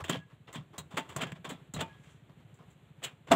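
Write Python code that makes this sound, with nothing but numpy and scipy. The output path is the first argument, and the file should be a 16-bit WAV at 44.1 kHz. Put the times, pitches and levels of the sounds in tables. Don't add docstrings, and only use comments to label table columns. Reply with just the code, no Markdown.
import sys
import numpy as np
from scipy import signal
from scipy.fft import rfft, irfft
from scipy.io import wavfile
from scipy.ndimage import uniform_filter1d

SR = 44100
rng = np.random.default_rng(int(sys.argv[2]) if len(sys.argv) > 2 else 0)


def waveform_to_disk(signal):
    frames = np.transpose(np.atleast_2d(signal))
    scaled = np.clip(frames, -1, 1) * 32767
    samples = np.round(scaled).astype(np.int16)
    wavfile.write(sys.argv[1], SR, samples)


def natural_amplitude(level_db):
    exponent = np.asarray(level_db, float) / 20
    return 10 ** exponent


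N = 147735


def unit(x):
    return x / np.sqrt(np.mean(x ** 2))


def colour(x, table, lo_hz=1, hi_hz=30000):
    f = np.arange(N // 2 + 1) * SR / N + 1
    hz, db = np.array(table, float).T
    edges = 1 / np.sqrt((1 + (lo_hz / f) ** 6) * (1 + (f / hi_hz) ** 6))
    gain = natural_amplitude(np.interp(np.log(f), np.log(hz), db))
    return irfft(rfft(x) * gain * edges, N)


def reson(x, hz, width_hz):
    return signal.lfilter(*signal.iirpeak(hz, hz / width_hz, fs=SR), x)


def walk(rate):
    k = int(SR / rate)
    held = np.repeat(rng.standard_normal(N // k + 1), k)
    return 1.3 * uniform_filter1d(uniform_filter1d(held, k), k)[:N]


def add(out, s, x):
    i = max(int(s * SR), 0)
    out[i:i + len(x)] += x[:N - i]


def fade(t, t60):
    return np.exp(-np.log(1000) * t / max(t60, .005))


def struck(blows, modes, octaves, push_s):
    out, t = np.zeros(N), np.arange(SR // 2) / SR
    chances = rng.random((len(blows), len(modes), 2))
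    for (s, db, near_hz), chance in zip(blows, chances):
        for (hz, mode_db, t60), (phase, tune) in zip(modes, chance):
            nearness = np.exp(-(np.log2(hz / near_hz) / octaves) ** 2)
            tuned_hz = hz * (1 + 0.014 * (tune - .5))
            ring = np.sin(2 * np.pi * tuned_hz * t + 2 * np.pi * phase)
            onset = 1 - np.exp(-t / push_s)
            add(out, s, natural_amplitude(db + mode_db) * nearness * onset * fade(t, t60) * ring)
    return out * natural_amplitude(1.5 * walk(90))


# (time [s], level [dB], low part [dB], treble part [dB], decay t60 of the middle part [s])
RATTLES = [(0.0014, -37.5, 7, -12.5, 0.077), (0.0419, -29.5, -7, -9, 0.14), (0.084, -35.5, -4.5, -12, 0.21),
           (0.0968, -22, 1, -1.5, 0.078), (0.123, -26, -19, -25, 0.19), (0.15, -28.5, 3.5, -19.5, 0.08),
           (0.304, -53, 2, -16, 0.11), (0.488, -36, 0.5, -31.5, 0.13), (0.5287, -41, -5, 1.5, 0.12),
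           (0.544, -34.5, -1.5, -10.5, 0.18), (0.556, -30.5, -13, -11, 0.1),
           (0.7374, -49.5, 6.5, -24, 0.25), (0.7808, -37, 1.5, 9, 0.11), (0.9084, -46.5, 1.5, -11.5, 1),
           (0.9716, -20, -2.5, -11, 0.097), (0.977, -18.5, -14, -8.5, 0.099), (1.0918, -38, -4.5, -8, 0.25),
           (1.163, -34.5, 6, 8.5, 0.1), (1.19, -29, -2.5, -26, 0.16), (1.2124, -23, -3.5, -17, 0.14),
           (1.2185, -18.5, -6.5, -10.5, 0.1), (1.271, -36, -3.5, -16, 0.17),
           (1.321, -29.5, -6.5, -10, 0.045), (1.3595, -39, -3.5, -19, 0.086),
           (1.4482, -28.5, -2, -14.5, 0.13), (1.491, -40, 1, 1.5, 0.18), (1.498, -34, -2, -9, 0.18),
           (1.7378, -41, 5, 10.5, 0.12), (1.766, -30, -1.5, -17, 0.15), (1.797, -26.5, -1, -23, 0.16),
           (1.808, -20.5, -2.5, -6.5, 0.088), (1.8774, -50, -6, -31, 0.6), (2.036, -53, -9, -13, 0.72),
           (2.2975, -61, 15.5, -22, 0.091), (2.411, -58.5, 15.5, -29, 0.058), (2.5411, -62, 0, -1, 0.36),
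           (2.596, -54, 5, -26.5, 0.22), (2.703, -64, -15, 3, 0.27), (3.025, -42, 3.5, -20, 0.15),
           (3.0303, -31, -7.5, -10, 0.16), (3.0383, -24, -13, -1, 0.12), (3.0485, -33, -8, -23, 0.19),
           (3.275, -42, 0.5, -16, 0.31), (3.3074, -49, 16, -24, 0.14), (3.3179, -5.5, -5.5, -7.5, 0.059),
           (3.3207, -21, 14.5, -26.5, 0.12)]
# (frequency [Hz], relative level [dB])
RATTLE_TONE = [(150, -9), (250, 10), (788, 1.5), (1280, -3.5), (3170, -11), (5350, -31), (7500, -12),
               (9490, -29.5), (13300, -33.5), (14800, -28)]
# (frequency [Hz], width [Hz], level [dB])
STOVE_MODES = [(653, 39, -12.5), (1050, 190, -5), (1326, 50, -15.5), (1978, 43, -16.5), (2743, 23, -15.5),
               (3203, 170, -8.5), (3486, 140, -10.5)]
LOW_DB, MID_DB, TREBLE_DB = -9, -11, -7.5
LOW_DECAY, TREBLE_DECAY = 1.326, 0.66
TAIL_DB, TAIL_T60_S = -30.5, 0.45
RISE_S, SOFTNESS = .0015, 0.67
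PART_EDGES_HZ = (300, 1500, 5000, 30000)
GRIT_DB, UNEVEN_DB, CONTACTS_PER_S = 2.5, 3.5, 1100


def rattle_power():
    t, power = np.arange(SR // 2) / SR, np.zeros((3, N))
    for s, db, low_db, treble_db, t60 in RATTLES:
        rise_s = RISE_S * natural_amplitude(-SOFTNESS * treble_db)
        rise = 1 - np.exp(-t / rise_s)
        parts = ((low_db + LOW_DB, LOW_DECAY), (MID_DB, 1), (treble_db + TREBLE_DB, TREBLE_DECAY))
        for row, (part_db, share) in zip(power, parts):
            tail = natural_amplitude(TAIL_DB) * fade(t, TAIL_T60_S * share)
            shape = fade(t, t60 * share) ** 2 + tail ** 2
            add(row, s - rise_s, (natural_amplitude(db + part_db) * rise) ** 2 * shape)
    return power


def clacks():
    power, out = rattle_power(), np.zeros(N)
    grit = natural_amplitude(GRIT_DB * walk(500))
    for k, row in enumerate(power):
        noise = grit * rng.standard_normal(N)
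        out += np.sqrt(row) * unit(colour(noise, RATTLE_TONE, PART_EDGES_HZ[k], PART_EDGES_HZ[k + 1]))
    for hz, width_hz, db in STOVE_MODES:
        contacts = unit((rng.random(N) < CONTACTS_PER_S / SR) * rng.standard_normal(N))
        part = np.searchsorted(PART_EDGES_HZ, hz) - 1
        ring = reson(np.sqrt(power[part]) * contacts, hz, width_hz)
        makeup = np.sqrt(SR / width_hz / np.pi)
        out += natural_amplitude(db + UNEVEN_DB * walk(18)) * makeup * ring
    return out


# (time [s], level [dB], frequency around which it is excited [Hz])
PAN_KNOCKS = [(0.099, -52, 1650), (.152, -62.5, 1770), (.781, -46, 3880), (.982, -42.5, 970),
              (1.222, -48, 1310), (1.502, -51, 3300), (1.743, -45.5, 4050), (1.805, -40.5, 2700),
              (1.814, -41.5, 990), (1.892, -64.5, 1650), (3.037, -35.5, 2990), (3.317, -20, 650)]
# (frequency [Hz], level [dB], decay t60 [s])
PAN_MODES = [(668, 6.5, 0.14), (895, 8, 0.18), (1200, -1, 0.14), (1665, 8.5, 0.39), (2010, -10, 0.087),
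             (2450, -4, 0.21), (2680, -8.5, 0.14), (2950, 4, 0.1), (3300, 2, 0.096), (3850, 5.5, 0.1),
             (4130, 3, 0.096)]


def pan():
    return struck(PAN_KNOCKS, PAN_MODES, octaves=0.37, push_s=RISE_S)


# (time [s], level [dB], frequency around which it is excited [Hz])
DECK_THUMPS = [(0.009, -31, 97), (0.096, -21.5, 193), (0.123, -22, 272), (0.164, -28.5, 153),
               (0.557, -29, 245), (0.582, -28, 160), (0.782, -29.5, 135), (0.939, -28, 162),
               (0.98, -26, 247), (1.089, -42, 90), (1.157, -24.5, 152), (1.217, -21.5, 210),
               (1.249, -28, 145), (1.314, -28, 171), (1.391, -36.5, 150), (1.461, -30.5, 165),
               (1.517, -26.5, 213), (1.738, -25.5, 154), (1.764, -23, 118), (1.81, -23, 213),
               (3.303, -21.5, 140), (3.315, -9, 257), (3.333, -21, 185)]
# (frequency [Hz], level [dB], decay t60 [s])
DECK_MODES = [(88.2, -7, 0.26), (124.8, -4, 0.088), (152, -9, 0.2), (179.6, -9.5, 0.15), (245, -7, 0.097),
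              (280.5, -13, 0.15)]


def deck():
    return struck(DECK_THUMPS, DECK_MODES, octaves=0.58, push_s=0.0049)


FIRST_FIRING_S, FIRING_HZ, ENGINE_DB = .0235, 13.19, -61.5
EXHAUST_HZ, EXHAUST_WIDTH_HZ = 145, 55
HULL_HZ, HULL_WIDTH_HZ, HULL_DB = 105.8, 12, -6.5


def engine():
    times = np.arange(FIRST_FIRING_S, N / SR, 1 / FIRING_HZ)
    chance, pulses = rng.standard_normal((len(times), 2)), np.zeros(N)
    times = times + .0008 * chance[:, 0]
    pulses[np.clip((times * SR).astype(int), 0, N - 1)] = -natural_amplitude(1.5 * chance[:, 1])
    puff = reson(reson(pulses, EXHAUST_HZ, EXHAUST_WIDTH_HZ), EXHAUST_HZ, EXHAUST_WIDTH_HZ)
    hull = reson(puff, HULL_HZ, HULL_WIDTH_HZ)
    return natural_amplitude(ENGINE_DB) * (unit(puff) + natural_amplitude(HULL_DB) * unit(hull))


# (time [s], level [dB])
GAS_PUFF = [(1.98, -83), (2.04, -76), (2.13, -75), (2.22, -96)]
GAS_HZ, GAS_WIDTH_HZ = 7260, 3000


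def gas():
    s, db = np.array(GAS_PUFF).T
    jet = reson(reson(rng.standard_normal(N), GAS_HZ, GAS_WIDTH_HZ), GAS_HZ, GAS_WIDTH_HZ)
    level_db = np.interp(np.arange(N) / SR, s, db, left=-110, right=-110)
    return natural_amplitude(level_db + 3.4 * walk(70)) * unit(jet)


# (frequency [Hz], relative level [dB])
SEA_TONE = [(30, -44), (60, 5.5), (130, 8), (280, -1.5), (1100, -13), (3220, -16), (4000, -21.5),
            (5170, -41), (7470, -25), (9460, -36), (14800, -34.5), (16000, -61)]
SEA_DB = -61.5


def sea():
    swell_db = 0.5 * walk(1.31) + 1.3 * walk(25.3)
    return natural_amplitude(SEA_DB + swell_db) * unit(colour(rng.standard_normal(N), SEA_TONE))


def scene():
    return (clacks() + pan() + deck() + engine() + gas() + sea())[None]


def roll_off(x):
    return signal.sosfilt(signal.butter(12, 16520, fs=SR, output="sos"), x)


def record(dry):
    bass_cut = signal.butter(2, 65, "high", fs=SR, output="sos")
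    top_cut = signal.ellip(8, .2, 60, 15600, fs=SR, output="sos")
    mix = signal.sosfilt(top_cut, signal.sosfilt(bass_cut, dry))
    return roll_off(mix)


dry = scene()
out = record(dry)
waveform_to_disk(out)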